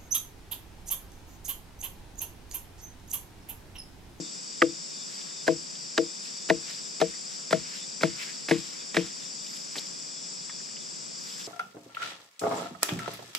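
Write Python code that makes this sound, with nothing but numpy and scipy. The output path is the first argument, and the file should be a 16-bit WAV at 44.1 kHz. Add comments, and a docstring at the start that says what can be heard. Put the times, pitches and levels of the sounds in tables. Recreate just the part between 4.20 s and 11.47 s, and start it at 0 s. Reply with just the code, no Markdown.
"""At a forest edge, a wooden club pounds a green log lying on grass in front of a stereo microphone on a stand.
Each blow crushes loosened bark in dense fibre clicks, then knocks in short resonant noise; six modes ring out.
The jolt shakes turf and stand; leaves and bark rustle as resonant grains, and single fibres snap.
Behind: far cicadas as narrow noise bands, an insect buzzing by scratches that ring in its wing,
a cricket whistling in thin wavering tones, and the steady hush and rumble of the forest."""
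import sys
import numpy as np
from scipy import signal
from scipy.fft import rfft, irfft
from scipy.io import wavfile

SR = 44100
rng = np.random.default_rng(int(sys.argv[2]) if len(sys.argv) > 2 else 0)


def materialize(psi):
    """Save the field psi as 16-bit PCM at rate SR to the path in sys.argv[1].

    A 1-D psi becomes a single channel; in a 2-D psi each row is a channel.
    """
    bounded = np.clip(np.atleast_2d(psi).T, -1, 1)
    quanta = np.round(bounded * 32767).astype(np.int16)
    wavfile.write(sys.argv[1], SR, quanta)


N = 320607


def from_db(db):
    """Decibels to gain."""
    return 10 ** (np.asarray(db) / 20)


def rms_one(x):
    """Scale to unit rms."""
    return x / np.sqrt(np.mean(x ** 2) + 1e-20)


def at_hz(points, hz):
    """Read a table on a log-frequency axis."""
    points = np.array(points)
    return np.interp(np.log(hz + 1), np.log(points[:, 0]), points[:, 1])


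def drift(rate_hz):
    """Slow random curve through normal knots of spread 1, rate_hz knots a second."""
    knots = rng.standard_normal(int(N / SR * 100) + 2)
    return np.interp(np.arange(N) / SR * rate_hz, np.arange(len(knots)), knots)


def resonate(x, hz, width_hz):
    """Two-pole resonance with a gain of about 1 on top."""
    r = np.exp(-np.pi * width_hz / SR)
    zeros = [(1 - r * r) / 2, 0, (r * r - 1) / 2]
    poles = [1, -2 * r * np.cos(2 * np.pi * hz / SR), r * r]
    return signal.lfilter(zeros, poles, x)


def resonate_twice(x, hz, width_hz):
    """The same resonance twice in a row, for steeper sides."""
    return resonate(resonate(x, hz, width_hz), hz, width_hz)


def band(x, low_hz, high_hz):
    """Gentle band-pass."""
    return signal.sosfilt(signal.butter(2, [low_hz, high_hz], "band", fs=SR, output="sos"), x)


def pan(x, db):
    """Place by level difference, left minus right."""
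    return x * from_db([[db / 2], [-db / 2]])


def pair(alike):
    """Two white noises of given likeness, as left and right."""
    mid, side = rng.standard_normal((2, N))
    return np.sqrt((1 + alike) / 2) * mid + np.sqrt((1 - alike) / 2) * side * [[1], [-1]]


def grains(per_s, spread_db):
    """Random clicks of uneven size, rms 1."""
    sizes = from_db(spread_db * np.minimum(rng.exponential(1, N), 4))
    signed = sizes * rng.choice([-1, 1], N)
    return rms_one(signed * (rng.random(N) < per_s / SR))


def add(out, s, piece):
    """Mix a short piece in at time s."""
    at = round(s * SR)
    out[..., at:at + piece.shape[-1]] += piece[..., :N - at]


def burst(hz, width_hz, t60, rise_s):
    """A short dying noise coloured by a steep resonance, peak 1."""
    t = np.arange(8192) / SR
    noise = rng.standard_normal(8192) * (1 - np.exp(-t / rise_s)) * from_db(-60 * t / t60)
    coloured = resonate_twice(noise, hz, width_hz)
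    return coloured / np.abs(coloured).max()


# Colour of the forest air, only its shape counts: (frequency [Hz], relative level [dB per Hz])
FOREST_COLOUR = [(25, -21), (60, -25), (112, -35), (134, -5.5), (180, -0.5), (300, -5.5), (550, -7.5),
                 (1000, -10.5), (1700, -15.5), (2600, -16), (4000, -15.5), (6300, -13.5), (8100, -16),
                 (8900, -56), (13000, -69), (14500, -68)]
# Left-right likeness of the forest air: (frequency [Hz], likeness [-1 to 1])
FOREST_ALIKE = [(100, 0.14), (300, -0.39), (800, -0.84), (1400, -0.56), (2000, -0.12), (4200, 1), (6500, 1),
                (9000, -0.63)]
FOREST_DB = -46


def forest():
    """Steady far hush and low rumble, its likeness between channels changing with pitch."""
    hz = np.arange(N // 2 + 1) * SR / N
    alike = np.clip(at_hz(FOREST_ALIKE, hz), -1, 1)
    mid, side = rfft(rng.standard_normal((2, N))) * from_db(at_hz(FOREST_COLOUR, hz))
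    both = np.sqrt(1 + alike) * mid + np.sqrt(1 - alike) * side * [[1], [-1]]
    return from_db(FOREST_DB) * rms_one(irfft(both, N))


# Far insect chorus, one band a row: (centre [Hz], width of each of two resonances [Hz],
# level before panning and shimmer [dB], left minus right [dB], left-right likeness [0 to 1])
CICADA_BANDS = [(2463, 190, -64.5, -3, 0.88), (4777, 343, -46, 0, 0.71), (5090, 110, -49.5, 1, 0.91),
                (5430, 280, -48.5, 0.5, 0.4), (5730, 620, -49.5, 8, 0.19), (6870, 180, -53.5, 4.5, 0.27),
                (7385, 810, -52, 16.5, 0.33), (7370, 90, -64.5, 13, 0.13), (7790, 266, -59.5, -20, 0.066)]


def cicadas():
    """Many far tymbals merge into noise in narrow bands that shimmer, a little together and more on their own."""
    out, together = 0, drift(2.7)
    for hz, width_hz, level_db, pan_db, alike in CICADA_BANDS:
        voice = rms_one(resonate_twice(pair(np.clip(alike, 0, 1)), hz, width_hz))
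        shimmer_db = 0.6 * together + 0.9 * drift(25)
        out = out + pan(voice, pan_db) * from_db(level_db + shimmer_db)
    return out


# Wing resonances of the buzzing insect: (centre [Hz], width [Hz], relative level [dB])
WING_MODES = [(7000, 500, -29), (7343, 41, 16.5), (7700, 220, 13)]
STROKE_HZ, TOOTH_HZ, TEETH = 50, 410.6, 6.7
BUZZ_DB = -50  # before panning


def buzz():
    """Each wing stroke drags over several teeth; each tooth gives a short scratch that rings in the wing."""
    t = np.arange(N) / SR
    tooth = (t * STROKE_HZ % 1) / STROKE_HZ * TOOTH_HZ
    gate = (tooth < TEETH) * np.exp(-(tooth % 1) / 0.083)
    scratch = gate * pair(0.42)
    wing = sum(from_db(db) * resonate(scratch, hz, width_hz) for hz, width_hz, db in WING_MODES)
    return from_db(BUZZ_DB) * pan(rms_one(band(wing, 6900, 7800)), 5.2)


# Loudest cricket chirps, over the steady whistle, before level drift: (time [s], length [s], level [dB])
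CHIRPS = [(0, 0.11, -55), (0.32, 0.087, -56), (0.467, 0.053, -54), (0.546, 0.04, -56), (0.685, 0.17, -55.5),
          (1.087, 0.042, -50), (1.175, .07, -55), (2.056, 0.21, -63), (2.397, 0.18, -61),
          (2.884, 0.069, -57), (3.586, 0.075, -54), (4.58, 0.064, -52), (5.773, 0.066, -60),
          (5.954, 0.063, -55), (7.185, 0.1, -56)]
# Cricket pitch before its wavering: (time [s], frequency [Hz])
WHISTLE_PITCH = [(0, 3555), (4.0, 3540), (5.5, 3490), (7.27, 3470)]
PULSE_HZ, LINES_DB = 294, [0, -8, -32]  # spacing and levels of the whistle and the lines above it
FAINT_CHIRP_DB, STEADY_WHISTLE_DB = -62, -61


def cricket():
    """A thin wavering whistle, louder in chirps, faint ones at random; its fast pulsing adds weaker lines above."""
    t = np.arange(N) / SR
    chirps = 0
    for s, length_s, db in CHIRPS:
        edges = np.minimum(t - s, s + length_s - t) / 0.022
        chirps = chirps + from_db(db) * np.clip(edges, 0, 1)
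    faint = np.clip(4 * (drift(14) - 0.4), 0, 1)
    chirps = np.maximum(chirps, from_db(FAINT_CHIRP_DB) * faint)

    pitch_s, pitch_hz = np.transpose(WHISTLE_PITCH)
    hz = np.interp(t, pitch_s, pitch_hz) + 18 * drift(30)
    tone = 0
    for k, db in enumerate(LINES_DB):
        tone = tone + from_db(db) * np.sin(2 * np.pi * np.cumsum(hz + k * PULSE_HZ) / SR)
    loudness = (chirps + from_db(STEADY_WHISTLE_DB)) * from_db(3.2 * drift(45))
    return pan(loudness * tone, 0.41)


def near_log(x):
    """Sound from the log reaches the left port with a dip where the two paths round the housing cancel."""
    left = from_db(3.5) * (x - 0.92 * resonate(x, 1300, 1100))
    right = from_db(0.5) * x
    return np.array([left, right])


# Leaves and bark stirred by club and hands:
# (start of hold [s], hold [s], body level [dB], crisp level [dB])
STIRRINGS = [(0.917, 0.14, -51.5, -70), (2.064, .02, -51, -86.5), (2.485, 0.013, -43.5, -74),
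             (2.89, 0.018, -50.5, -76), (3.133, .02, -51, -76), (3.488, 0.054, -44, -74),
             (4.005, 0.023, -39, -74), (4.373, 0.17, -46.5, -77), (4.83, .02, -45, -74),
             (5.014, 0.018, -52, -78), (5.317, 0.022, -51, -57), (5.572, 0.017, -45.5, -62),
             (7.06, 0.2, -51, -59.5)]
STIR_RISE_DB_PER_S, STIR_FALL_DB_PER_S = 141, 96
REST_BODY_DB, REST_CRISP_DB = -72.5, -73  # never quieter than this


def rustle():
    """Small grains dealt to leaves of many sizes, each stirring on its own; part is unrelated in each channel."""
    t = np.arange(N) / SR
    body_gain, crisp_gain = from_db(REST_BODY_DB), from_db(REST_CRISP_DB)
    for s, hold_s, body_db, crisp_db in STIRRINGS:
        rise_db = -STIR_RISE_DB_PER_S * np.maximum(s - t, 0)
        fall_db = -STIR_FALL_DB_PER_S * np.maximum(t - s - hold_s, 0)
        shape = from_db(rise_db + fall_db)
        body_gain = np.maximum(body_gain, from_db(body_db) * shape)
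        crisp_gain = np.maximum(crisp_gain, from_db(crisp_db) * shape)

    leaves = 0
    for hz in np.geomspace(1350, 4300, num=9):
        stirred = (near_log(grains(300, 2.7)) + 1.2 * pair(0)) * from_db(5.3 * drift(30))
        leaves = leaves + resonate(stirred, hz, 0.25 * hz)
    crisp = rms_one(band(pair(0.3) * from_db(2.5 * drift(30)), 8800, 13600))
    return body_gain * rms_one(leaves) + crisp_gain * crisp


# Blows of the club, played by the next three sources; levels are those of each part before placing and filtering:
# (time [s], loose bark crushed before it [s], crush [dB], weight lands after [s], weight [dB],
#  dull knock [dB], crack [dB], crack centre [Hz], bright snap [dB], then the ring: deep mode [dB],
#  low pair [dB], middle pair [dB], lean of the middle pair to its lower mode [dB], top mode [dB])
CLUB_BLOWS = [(0.418, 0.007, -50, 0.003, -25, -22, -6, 1350, -27.5, -26, -11, -15.5, -6, -19.5),
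              (1.277, 0.01, -38.5, .0052, -7.5, -21.5, -12, 1560, -25, -25, -15, -15, -0.5, -12.5),
              (1.777, 0.0076, -47, 0.0054, -14, -23, -11, 1490, -15.5, -28.5, -15.5, -17, 4.5, -19),
              (2.298, 0.0098, -38, 0.0056, -4, -20, -12, 1760, -22, -25, -18, -20, 8, -16),
              (2.813, 0.012, -36.5, 0.0036, -10, -19, -17, 1520, -20, -25.5, -25.5, -20, 8, -16),
              (3.326, .018, -36, 0.0045, -6, -29, -11.5, 1460, -20, -22.5, -28.5, -25, 2, -14.5),
              (3.831, .022, -39, 0.00436, -5.5, -28, -10.5, 1490, -21, -20.5, -21, -27, 7, -20),
              (4.3097, .0248, -36.5, 0.0033, -6.5, -26, -12, 1800, -21, -18.5, -13.5, -27.5, 23, -28),
              (4.7663, .0228, -37, 0.00398, -8, -33, -12.5, 1700, -20, -22, -17, -21, 6.5, -24.5)]
TURF_BELOW_DEEP_DB = -1.5  # turf thud against the deep mode


def ground_shake():
    """The log is pressed into the turf; the jolt travels through the soil and rocks the stand a moment later."""
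    turf, stand = np.zeros((2, 2, N))
    for s, *_, deep_db, _, _, _, _ in CLUB_BLOWS:
        left = burst(156.7, 49, t60=0.3, rise_s=0.006)
        right = burst(170, 74, t60=0.2, rise_s=0.015)
        thud = np.array([left, 0.08 * left + 0.48 * right])
        add(turf, s, from_db(deep_db + TURF_BELOW_DEEP_DB) * thud)
        rocking = burst(65, 51, t60=0.18, rise_s=0.018)
        add(stand, s + 0.0364, from_db(-55.5) * pan(rocking, 6.0))
    return turf, stand


# Modes of the log: (frequency [Hz], t60 [s], left minus right [dB], left lag [s], late start [s])
LOG_MODES = [(172, .13, 8, 0, 0), (299, .2, 4, 0, .0007), (334, .18, 6, 0, 0),
             (460, .135, 7, .00014, .0004), (495, .12, 8.5, .0001, 0), (641, .093, 9.5, .00027, 0)]
# What each mode still rings with at the start, from an earlier blow: level [dB]
EARLIER_RING = [-31, -34, -35, -43, -48, -55]
LOWER_OF_LOW_PAIR_DB = -10.5  # against the upper of that pair
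LANDING_LEAD_S = 0.0011  # pulse and ring begin this much before the landing time


def log_ring():
    """The weight lands as one dull pulse; the modes swell fast and ring out, wavering in level."""
    out, t = np.zeros((2, N)), np.arange(SR // 2) / SR
    rings = []
    for hz, t60, pan_db, lag_s, _ in LOG_MODES:
        wave = np.sin(2 * np.pi * hz * (t - np.array([[lag_s], [0]])))
        rings.append(pan(wave * from_db(-60 * t / t60), pan_db))
    pulse = np.sin(2 * np.pi * 520 * t) * np.minimum(t / 0.0012, 1) * from_db(-60 * t / 0.013)
    swell = np.minimum(t / 0.003, 1)

    for ring, db in zip(rings, EARLIER_RING):
        add(out, 0, from_db(db) * ring)
    for s, _, _, delay_s, weight_db, *_, deep_db, low_db, middle_db, lean_db, top_db in CLUB_BLOWS:
        landing_s = s + delay_s - LANDING_LEAD_S
        strengths = [deep_db, low_db + LOWER_OF_LOW_PAIR_DB, low_db,
                     middle_db + lean_db / 2, middle_db - lean_db / 2, top_db]
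        for ring, db, mode in zip(rings, strengths, LOG_MODES):
            late_s = mode[-1]
            add(out, landing_s + late_s, from_db(db) * ring * swell)
        add(out, landing_s, from_db(weight_db) * pan(pulse, 7.8))
    return out * from_db(1.3 * drift(80))


def contact(hz, width_hz, length_s, peak_at):
    """Noise that lasts only while club and wood touch, ringing on briefly in one resonance; peak 1."""
    u = np.arange(2048) / SR / length_s  # 0 to 1 over the touch
    force = np.interp(u, [0, np.clip(peak_at, 0.05, 0.9), 1], [0.3, 1, 0])
    x = resonate_twice(rng.standard_normal(2048) * force, hz, width_hz)
    return x / np.abs(x).max()


# First touch over the crush: the deeper the loose bark, the clearer
FIRST_TOUCH_DB, FIRST_TOUCH_DB_PER_S = 2.5, 494


def crush(fibres, level_db, hz):
    """A first touch, then dense fibre clicks for as long as the bark gives way; the dull part fades first."""
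    t = np.arange(len(fibres)) / SR
    edge = np.minimum(1, t[::-1] / 0.0012)  # soft end
    dull = 4.1 * band(fibres, 165, 650) * from_db(-200 * t)
    body = resonate_twice(fibres, hz, 2.8 * hz) + dull
    touch_db = level_db + FIRST_TOUCH_DB + FIRST_TOUCH_DB_PER_S * min(t[-1], 0.026)
    out = from_db(touch_db) * burst(1400, 1500, t60=0.07, rise_s=0.0002)
    add(out, 0, from_db(level_db) * edge * rms_one(body))
    return out


# Single fibres snapping: (time [s], peak level [dB], centre [Hz])
FIBRE_SNAPS = [(1.013, -38, 3200), (1.553, -37.5, 3200), (2.053, -47, 2430), (5.266, -41, 3220),
               (5.365, -44, 10300), (5.559, -51, 1320), (5.580, -26, 3900), (5.589, -30.5, 5240),
               (6.295, -31.5, 1590), (6.402, -41, 1500), (6.487, -43, 1780), (6.567, -39.5, 2640),
               (7.212, -35.5, 3060)]
# The club drops on loose bark and grass: (time [s], level [dB], length [s], centre [Hz])
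CLUB_LAID_DOWN = (5.555, -43.5, .045, 2500)
CONTACT_S = 0.014  # the dull knock; brighter parts last a fraction of it
CRUSH_HZ, CRUSH_OUTLASTS_S = 1900, 0.001
# Loose bark throws more debris: level on bare wood, and its change per second of crushing
DEBRIS_DB, DEBRIS_DB_PER_S = -36, 415


def cracks():
    """Surface sounds of each blow, crushed bark, the club laid down and single snaps."""
    out, fibres = np.zeros(N), grains(4000, 6.0)
    for s, loose_s, crush_db, _, _, knock_db, crack_db, crack_hz, snap_db, *_ in CLUB_BLOWS:
        add(out, s, from_db(knock_db) * contact(700, 750, CONTACT_S, peak_at=0.9))
        add(out, s, from_db(crack_db) * contact(crack_hz, 580, 0.75 * CONTACT_S, peak_at=0.2))
        add(out, s, from_db(snap_db) * contact(3900, 2200, 0.48 * CONTACT_S, peak_at=0.47))
        add(out, s, from_db(-39) * contact(7700, 5900, 0.55 * CONTACT_S, peak_at=0.1))
        debris_db = DEBRIS_DB + DEBRIS_DB_PER_S * loose_s
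        add(out, s, from_db(debris_db) * burst(980, 3300, t60=0.23, rise_s=0.0018))
        crushed = fibres[round((s - loose_s) * SR):round((s + CRUSH_OUTLASTS_S) * SR)]
        add(out, s - loose_s, crush(crushed, crush_db, CRUSH_HZ))

    s, level_db, length_s, hz = CLUB_LAID_DOWN
    pressed = fibres[round(s * SR):round((s + length_s) * SR)]
    add(out, s, crush(pressed, level_db, hz))
    for s, peak_db, hz in FIBRE_SNAPS:
        add(out, s, from_db(peak_db) * burst(hz, 0.39 * hz, t60=0.038, rise_s=0.00027))
    return out


BASS_CUT_HZ = 166


def scene():
    """Work at the log in front, the deepest bass of the blows thinned by the microphone's high-pass; insects behind."""
    background = forest() + cicadas() + buzz() + cricket()
    turf, stand = ground_shake()
    blows = log_ring() + near_log(cracks()) + turf
    blows = signal.sosfilt(signal.butter(4, BASS_CUT_HZ, "high", fs=SR, output="sos"), blows)
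    return background + rustle() + stand + blows


CUTOFF_HZ = 15700


def record(dry):
    """The top is cut by a steep low-pass."""
    return signal.sosfilt(signal.cheby2(12, 70, CUTOFF_HZ, fs=SR, output="sos"), dry)


dry = scene()
out = record(dry)
materialize(out)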